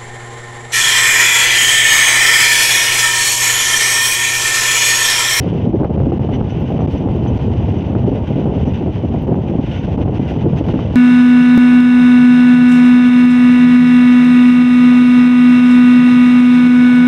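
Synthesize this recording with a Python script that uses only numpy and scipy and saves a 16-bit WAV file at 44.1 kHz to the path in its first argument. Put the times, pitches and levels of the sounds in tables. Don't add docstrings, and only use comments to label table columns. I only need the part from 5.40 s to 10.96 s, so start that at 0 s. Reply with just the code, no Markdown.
import sys
import numpy as np
from scipy import signal
from scipy.fft import rfft, irfft, next_fast_len
from scipy.io import wavfile
from scipy.ndimage import uniform_filter1d, minimum_filter1d

SR = 44100
rng = np.random.default_rng(int(sys.argv[2]) if len(sys.argv) > 2 else 0)


def put_to_file(sound):
    columns = np.atleast_2d(sound).T
    safe = np.clip(columns, -1, 1)
    whole_steps = np.round(safe * 32767)
    wavfile.write(sys.argv[1], SR, whole_steps.astype(np.int16))


N = 245087
T = np.arange(N) / SR
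FFT_SIZE = next_fast_len(N, real=True)
HZ = np.fft.rfftfreq(FFT_SIZE, 1 / SR)


def amp(db):
    return 10 ** (np.asarray(db) / 20)


def unit(x):
    return x / np.sqrt(np.mean(x ** 2) + 1e-20)


def curve(rows):
    return np.interp(T, *np.transpose(rows))


def spectrum(rows):
    hz, db = np.transpose(rows)
    return np.interp(np.log(HZ + 1), np.log(hz), db)


def resonance(hz, width_hz):
    return 1 / (1 + (2 * (HZ - hz) / width_hz) ** 2)


def filtered(x, response):
    return irfft(rfft(x, FFT_SIZE) * response, FFT_SIZE)[:N]


def noise(spectrum_db):
    return unit(filtered(rng.standard_normal(FFT_SIZE), amp(spectrum_db)))


def flutter(slow_hz, fast_hz):
    return noise(-10 * np.log10((1 + (slow_hz / (HZ + .01)) ** 4) * (1 + (HZ / fast_hz) ** 4)))


def swell(t_s, length_s):
    return np.exp(-2 * ((T - t_s) / length_s) ** 2) * (abs(T - t_s) < 2 * length_s)


# t/s, level/dB
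RUMBLE_LEVEL = [(0, -17), (0.25, -17), (0.45, -16), (0.62, -15), (0.92, -14.5), (1.02, -14), (1.13, -18.5),
                (1.22, -15), (1.55, -15.5), (1.9, -14.5), (2.1, -15), (2.18, -11), (2.3, -17), (2.45, -16),
                (2.66, -13.5), (2.92, -17.5), (3.12, -17), (3.32, -15), (3.5, -19.5), (3.65, -16.5),
                (4.15, -17), (4.43, -18), (4.52, -13), (4.85, -17.5), (5.1, -14.5), (5.35, -17.5),
                (5.56, -18.5)]
# f/Hz, level/dB
RUMBLE_SPECTRUM = [(15, -35), (30, -23), (50, -10), (75, -0.5), (100, -0.5), (130, -2), (200, -6.5),
                   (320, -17), (600, -24.5), (900, -27), (1250, -41.5), (2500, -88)]
def carriage(boom_hz=97, boom_width_hz=18, boom_db=-29, trim_db=-1):
    boom = noise(20 * np.log10(resonance(boom_hz, boom_width_hz)))
    rumble = amp(curve(RUMBLE_LEVEL) + trim_db) * noise(spectrum(RUMBLE_SPECTRUM))
    return rumble + amp(boom_db) * boom


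# t/s, level/dB
ROLL_LEVEL = [(0, -43), (0.2, -43.5), (0.3, -48), (0.5, -51), (0.6, -46.5), (0.88, -45), (1.02, -48),
              (1.09, -41), (1.23, -43.5), (1.58, -42.5), (1.65, -46), (1.8, -43.5), (2.12, -44.5),
              (2.2, -43), (2.47, -42.5), (2.53, -45.5), (2.6, -44.5), (2.65, -47.5), (2.7, -41.5),
              (2.84, -47), (2.93, -41.5), (3.0, -40.5), (3.08, -47), (3.2, -41), (3.43, -46), (3.5, -48.5),
              (3.62, -46.5), (3.71, -45.5), (3.85, -46), (3.95, -47.5), (4.17, -47), (4.23, -41.5),
              (4.4, -39.5), (4.48, -44.5), (4.66, -48), (4.72, -49), (4.84, -41), (4.97, -43), (5.08, -46),
              (5.23, -43), (5.42, -40.5), (5.56, -43.5)]
# f/Hz, level/dB
HISS_SPECTRUM = [(300, -12.5), (900, 7), (1230, -11), (1440, 3.5), (1700, -2), (2300, 0), (2800, 3.5),
                 (3250, -1), (3600, -5.5), (4150, -14.5), (6250, -17.5), (6900, -30.5), (7600, -34.5),
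                 (8200, -38.5), (16000, -55.5)]
# f/Hz, width/Hz, boost/dB
STEEL_MODES = [(1857, 45, 5), (2040, 90, 5), (2420, 50, 3), (2740, 100, 2), (3010, 110, 5), (5935, 80, 6)]
# t/s, level/dB, length/s
GEAR_RATTLES = [(0.086, -41.5, 0.03), (0.179, -42, 0.017), (0.4, -46.5, 0.018), (1.099, -50, 0.026),
                (1.282, -45.5, 0.016), (1.883, -45.5, 0.034), (2.022, -41.5, 0.062), (2.298, -44.5, 0.039),
                (2.766, -42.5, 0.022), (2.878, -38.5, 0.019), (3.36, -38.5, 0.058), (3.555, -41, 0.063),
                (4.09, -43.5, 0.039), (4.321, -36.5, 0.016), (4.356, -38.5, 0.037), (4.449, -40, 0.019),
                (4.529, -40, 0.027), (4.62, -39, 0.026), (4.761, -39, 0.045), (4.897, -35.5, 0.032),
                (5.018, -39.5, 0.025), (5.183, -37.5, 0.026), (5.297, -38, 0.048), (5.406, -42, 0.042)]
# f/Hz, level/dB
FIZZ_SPECTRUM = [(2000, -20.5), (4500, -1.5), (7500, -0.5), (8500, -8), (10500, -4), (13500, -23),
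                 (15000, 2), (16000, -14)]
def wheels(trim_db=1.02, surge_db=1.0, flicker_db=1.1, chatter_db=3, fizz_db=-74, fizz_exponent=1.2):
    modes_db = sum(db * resonance(hz, width_hz) for hz, width_hz, db in STEEL_MODES)
    waver = unit(amp(surge_db * flutter(3.2, 18) + flicker_db * flutter(2.2, 60)))
    roll = amp(curve(ROLL_LEVEL) + trim_db) * waver
    rattle = sum(amp(db) * swell(t_s, length_s) for t_s, db, length_s in GEAR_RATTLES)
    chatter = unit(amp(chatter_db * flutter(60, 252)))
    envelope = np.hypot(roll, rattle * chatter)
    fizz_envelope = unit(envelope ** fizz_exponent * amp(flutter(4, 25)))
    hiss = envelope * noise(spectrum(HISS_SPECTRUM) + modes_db)
    return hiss + amp(fizz_db) * fizz_envelope * noise(spectrum(FIZZ_SPECTRUM))


# t/s, level/dB, length/s, f/Hz
WHEEL_SQUEAKS = [(0.951, -52, 0.024, 2960), (1.113, -55, 0.02, 2960), (1.417, -56, 0.012, 3020),
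                 (1.581, -54, 0.0098, 2970), (1.883, -50, 0.014, 3030), (2.39, -59, 0.016, 2950),
                 (3.283, -53.5, 0.016, 2920), (4.382, -58, 0.043, 3030), (5.186, -52, 0.011, 3060)]
def squeaks(pitch_waver=0.013, fundamental_db=5, roughness=0.74):
    warped_s = np.cumsum(1 + pitch_waver * flutter(40.3, 300)) / SR
    out = np.zeros(N)
    for t_s, db, length_s, hz in WHEEL_SQUEAKS:
        phase = 2 * np.pi * hz * warped_s
        tone = np.sqrt(2) * (amp(fundamental_db) * np.sin(phase) + np.sin(2 * phase))
        out += amp(db) * swell(t_s, length_s) * tone
    return out * unit(1 + roughness * flutter(30, 200))


# f/Hz, width/Hz, level/dB
WHEEL_MODES = [(1560, 150, -4), (2070, 380, -1.5), (2600, 400, -9), (2990, 170, 3.5), (3350, 940, -10)]
def scrape(t_s=0.946, level_db=-37, length_s=0.027, rough_db=1.5):
    power = sum((amp(db) * resonance(hz, width_hz)) ** 2 for hz, width_hz, db in WHEEL_MODES)
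    envelope = amp(level_db + rough_db * flutter(40, 150)) * swell(t_s, length_s)
    return envelope * noise(10 * np.log10(power))


# t/s, level/dB
HIGH_TICKS = [(0.4455, -52), (0.6052, -64), (0.9659, -59), (1.0053, -62), (1.2053, -53), (1.3051, -56),
              (1.325, -58), (1.7655, -52), (2.1053, -56), (2.6051, -58), (2.7857, -61), (2.8855, -57),
              (2.9055, -55), (2.9653, -63), (3.4053, -65), (3.4856, -62), (3.6059, -60), (3.745, -56),
              (3.8259, -48), (3.8852, -59), (3.9052, -64), (3.9451, -58), (4.0853, -64), (4.1052, -63),
              (4.1456, -64), (4.5253, -62), (4.646, -64), (4.9852, -61), (5.1853, -56), (5.2656, -57)]
def ticks(ring_hz=12100, ring_s=0.0005, snap_s=0.00009, snap_db=-0.5, trim_db=-1.5):
    out = np.zeros(N)
    for t_s, db in HIGH_TICKS:
        near = abs(T - t_s) < 10 * ring_s
        offset_s = abs(T[near] - t_s)
        envelope = np.exp(-offset_s / ring_s) + amp(snap_db) * np.exp(-offset_s / snap_s)
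        out[near] += amp(db + trim_db) * envelope * np.sqrt(2) * np.cos(2 * np.pi * ring_hz * offset_s)
    return out


# t/s, level/dB, length/s
FRAME_RUSHES = [(0.03, -56, 0.038), (0.097, -58, .025), (0.945, -59, .035), (1.523, -52.5, .032),
                (1.578, -60, .016), (1.842, -58, .025), (1.975, -56, .012), (2.03, -59, 0.045),
                (2.268, -62, .03), (4.905, -57, .03), (5.163, -56, .01), (5.188, -55, .016),
                (5.268, -57, .008), (5.292, -52, .018), (5.32, -56, .013), (5.54, -57, .03)]
# f/Hz, level/dB
RUSH_SPECTRUM = [(1000, -20), (3000, 1), (4500, 2), (6200, -5), (7200, -12), (8500, -17.5), (11000, -14.5),
                 (13500, -27), (15000, -15.5), (16000, -20.5)]
def rushes(grit_db=4, crackle_db=-83, grains_per_s=120, spread_db=5, crackle_hz=10500, half_band_hz=3000):
    envelope = sum(amp(db) * swell(t_s, length_s) for t_s, db, length_s in FRAME_RUSHES)
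    grit = unit(amp(grit_db * np.tanh(flutter(81, 900))))
    onsets = rng.random(N) < grains_per_s / SR
    grains = onsets * amp(spread_db * np.minimum(rng.exponential(1, N), 4))
    band = 1 / (1 + ((HZ - crackle_hz) / half_band_hz) ** 4)
    crackle = unit(filtered(grains * amp(curve(FLOW_LEVEL)), band))
    return envelope * grit * noise(spectrum(RUSH_SPECTRUM)) + amp(crackle_db) * crackle


# t/s, full depth/dB, length/s
AIR_LULLS = [(0.313, -11, 0.019), (0.477, -10, .012), (0.537, -2.5, 0.016), (0.763, -7, 0.02),
             (0.862, -7, 0.01), (1.1, -3, 0.011), (1.27, -12, 0.022), (1.513, -9, 0.013),
             (1.584, -12, 0.011), (1.978, -0.5, 0.066), (2.176, -12, .025), (2.42, -1, .03),
             (2.865, -9, 0.017), (2.949, -5, 0.01), (3.195, -7, 0.01), (3.247, -0.5, .02),
             (3.362, -3.5, 0.042), (3.528, -15, 0.0092), (3.673, -8.5, 0.02), (3.798, -3, 0.024),
             (4.028, -8.5, 0.018), (4.255, -14.5, 0.018), (4.308, -4.5, .014), (4.4, -2.5, .04),
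             (4.511, -5, 0.014), (5.12, -7, 0.011)]
def slack(share):
    return amp(share * sum(db * swell(t_s, length_s) for t_s, db, length_s in AIR_LULLS))


# t/s, level/dB
FLOW_LEVEL = [(0, -22.5), (0.6, -25.5), (0.9, -21), (1.13, -27), (1.42, -20), (1.6, -22), (1.8, -24.5),
              (2.1, -24), (2.45, -24), (2.7, -24.5), (2.86, -22), (3.15, -21.5), (3.55, -24.5), (3.9, -24),
              (4.1, -21), (4.3, -27), (4.75, -24.5), (5.3, -24.5), (5.56, -23.5)]
# f/Hz, level/dB
BUFFET_SPECTRUM = [(30, -35), (70, -19), (140, 0.5), (250, 0), (400, -5.5), (600, -13), (850, -20),
                   (1100, -35), (1500, -41.5), (2500, -55), (4500, -68.5), (9000, -98.5)]
# t/s, level/dB, length/s, vortex f/Hz
WIND_GUSTS = [(0.253, -19, 0.013, 442), (0.273, -13, 0.017, 240), (0.295, -18.5, 0.006, 320),
              (0.347, -12.5, 0.024, 329), (0.422, -14, 0.035, 327.4), (0.501, -18, 0.024, 255.6),
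              (0.567, -17, 0.023, 300), (0.624, -19.5, 0.008, 260), (0.639, -14, 0.0094, 130),
              (0.668, -15, 0.022, 313), (0.742, -18, 0.027, 323.6), (1.661, -15, 0.012, 254),
              (1.912, -20.5, 0.016, 264.6), (2.083, -12, 0.0048, 168), (2.29, -16, 0.011, 278),
              (2.568, -20, 0.025, 350), (2.652, -15.5, 0.021, 226), (2.684, -14, 0.014, 403),
              (2.726, -14.5, 0.016, 285.6), (2.911, -15, 0.011, 292.3), (2.991, -16, 0.015, 260),
              (3.058, -18, 0.025, 238.4), (3.095, -20.5, 0.042, 380), (3.167, -17, 0.024, 170),
              (3.423, -19.5, 0.034, 262.6), (3.481, -16.5, 0.02, 238.6), (3.648, -15.5, 0.023, 290),
              (3.702, -18, 0.0067, 266.6), (3.745, -15.5, 0.014, 250), (3.824, -19.5, 0.0057, 260),
              (3.894, -17.5, 0.034, 400), (3.925, -7.5, 0.012, 242), (3.961, -26, 0.031, 390),
              (4.117, -16.5, 0.013, 329.4), (4.156, -17, 0.011, 162), (4.195, -10, 0.012, 270.7),
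              (4.244, -15, 0.009, 154), (4.284, -23, 0.0097, 280), (4.487, -18, 0.0064, 260),
              (4.614, -17.5, 0.035, 299.5), (4.659, -12.5, 0.0057, 177), (4.798, -17, 0.008, 280),
              (5.068, -14.5, 0.03, 338), (5.134, -10, 0.0057, 146), (5.213, -14, 0.0056, 295.3),
              (5.3, -20, 0.043, 346.4), (5.346, -12.5, 0.013, 294.3)]
def wind(trim_db=2.5, gust_trim_db=0.5, lump_db=3.5, burst_db=3.0, wander_db=1, split_hz=450):
    eddies = flutter(4.7, 54.6)
    air = noise(spectrum(BUFFET_SPECTRUM))
    coarse = filtered(air, 1 / (1 + (HZ / split_hz) ** 2))
    fine = (air - coarse) * unit(amp(burst_db * np.tanh(flutter(30, 157)) + eddies))
    lumps = unit(amp(lump_db * 2 * np.tanh(eddies / 2)))
    flow = amp(curve(FLOW_LEVEL) + wander_db * flutter(4.6, 8.7)) * lumps
    gusts = sum(amp(db + gust_trim_db) * swell(t_s, length_s) for t_s, db, length_s, _ in WIND_GUSTS)
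    return amp(trim_db) * np.hypot(flow, gusts) * (coarse + fine)


def vortices(flap_s=0.0098, pitch_waver=0.027, trim_db=1.5):
    warped_s = np.cumsum(1 + pitch_waver * flutter(21, 121)) / SR
    out = np.zeros(N)
    for t_s, db, _, hz in WIND_GUSTS:
        tone = np.sqrt(2) * np.sin(2 * np.pi * (hz * warped_s + rng.random()))
        out += amp(db + trim_db) * swell(t_s, flap_s) * tone
    return out


# t/s, level/dB
EDDY_SLAPS = [(0.433, -12.5), (0.4456, -10), (0.577, -16), (0.602, -12.5), (0.72, -10), (0.795, -24),
              (0.892, -13), (1.012, -13), (1.302, -12.5), (1.391, -15), (1.406, -16), (1.687, -20),
              (1.862, -15.5), (2.552, -11.5), (3.058, -19), (3.88, -20.5), (3.944, -17), (3.954, -22),
              (4.579, -20), (4.68, -19), (4.795, -28), (5.287, -10.5), (5.341, -14.5), (5.391, -13.5)]
def slaps(rise_s=0.00027, decay_s=0.01, burst_db=-2.5, tilt_db=8, pivot_hz=520,
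          spike_db=8, spike_s=0.00033, spike_cutoff_hz=1250):
    envelope, spikes = np.zeros(N), np.zeros(N)
    for t_s, db in EDDY_SLAPS:
        near = abs(T - t_s) < 10 * decay_s
        age_s = np.maximum(T[near] - t_s, 0)
        attack = 1 - np.exp(-(age_s / rise_s) ** 2)
        envelope[near] += amp(db + burst_db) * attack * np.exp(-age_s / decay_s)
        widths = age_s / spike_s
        spikes[near] += amp(db + spike_db) * widths * (2 - widths) * np.exp(-widths)
    spikes = signal.sosfilt(signal.butter(3, spike_cutoff_hz, fs=SR, output="sos"), spikes)
    bright_db = spectrum(BUFFET_SPECTRUM) + tilt_db * np.tanh(np.log((HZ + 1) / pivot_hz))
    return spikes + envelope * noise(bright_db)


def scene():
    rumble = carriage() * slack(share=0.45)
    buffeting = wind() * slack(share=0.96) + vortices() + slaps()
    return (rumble + buffeting + rushes() + wheels() + scrape() + squeaks())[None]


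def peak_hold(db, release_db_per_s):
    fall_db = release_db_per_s * T
    return np.maximum.accumulate(db + fall_db) - fall_db


def gain_control(x, threshold_db=-15, slope=0.27, detector_hz=150, detector_release_db_per_s=220):
    buffeting = filtered(x, HZ ** 2 / (HZ ** 2 + detector_hz ** 2))
    power = uniform_filter1d(buffeting ** 2, size=260)
    over_db = 10 * np.log10(1 + abs(power) / amp(threshold_db) ** 2)
    held_db = peak_hold(over_db, detector_release_db_per_s)
    return x * amp(-slope * uniform_filter1d(held_db, size=90))


# release t/s, length/s, depth/dB
MIC_CHOKES = [(0.117, 0.0018, -23.5), (0.3245, 0.004, -11), (0.431, 0.0049, -18), (0.495, 0.0053, -10),
              (0.572, 0.0055, -18), (0.6295, 0.0041, -26), (0.645, 0.0069, -14), (0.719, 0.0065, -26),
              (0.793, 0.0085, -27), (0.886, 0.0055, -21.5), (1.023, 0.0061, -24), (1.303, 0.0024, -12),
              (1.39, 0.0062, -16), (1.474, .012, -25), (1.6865, 0.0043, -35), (1.781, 0.0035, -11),
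              (1.9885, 0.0062, -12), (2.4372, 0.0027, -26), (2.548, 0.0048, -14), (2.708, 0.004, -32),
              (2.888, 0.0028, -4), (2.956, 0.0034, -14), (3.055, 0.0057, -15), (3.2527, 0.01, -9),
              (3.334, 0.0066, -17), (3.621, 0.0021, -13), (3.8685, 0.0062, -16.5), (3.952, 0.0046, -18),
              (4.1178, 0.003, -29), (4.574, 0.012, -9.5), (4.642, 0.0039, -16), (4.649, 0.0048, -25),
              (4.679, 0.0021, -18), (4.7205, 0.0019, -13), (4.792, 0.0062, -14), (4.9607, 0.0022, -12),
              (5.238, 0.0045, -16), (5.2628, 0.0036, -20), (5.335, 0.0066, -10), (5.389, 0.0045, -2),
              (5.471, 0.0031, -17)]
def choke(x, stutters_per_s=9, stutter_s=0.0014, stutter_db=-12, heave_hz=110, heave_db=-3):
    ends_s = T[rng.random(N) < stutters_per_s / SR]
    stutters = [(end_s, stutter_s * (.5 + rng.random()), stutter_db) for end_s in ends_s]
    gain = np.ones(N)
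    for end_s, length_s, db in [*MIC_CHOKES, *stutters]:
        gain[max(round((end_s - length_s) * SR), 0):round(end_s * SR)] = amp(db)
    gain = uniform_filter1d(uniform_filter1d(gain, size=31), size=31)
    heave = amp(heave_db) * filtered(x, 1 / (1 + (HZ / heave_hz) ** 4))
    return gain * x + (1 - gain) * heave


def limiter(x, knee_db=-8, knee_width_db=5, release_db_per_s=260):
    excess_db = np.maximum(20 * np.log10(abs(x) + 1e-9) - knee_db, 0)
    cut_db = excess_db - knee_width_db * np.tanh(excess_db / knee_width_db)
    gain_db = minimum_filter1d(-peak_hold(cut_db, release_db_per_s), size=121)
    return x * amp(uniform_filter1d(uniform_filter1d(gain_db, size=61), size=61))


def record(dry, makeup_db=0.15, low_cut_hz=32, high_cut_hz=15800):
    x = choke(gain_control(dry[0]))
    x = limiter(amp(makeup_db) * x) + ticks()
    x = x * signal.windows.tukey(N, .001)
    x = signal.sosfilt(signal.butter(2, low_cut_hz, "highpass", fs=SR, output="sos"), x)
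    lowpass = signal.firwin(511, high_cut_hz, window=("kaiser", 9), fs=SR)
    return signal.oaconvolve(x, lowpass, "same")[None]


dry = scene()
out = record(dry)
put_to_file(out)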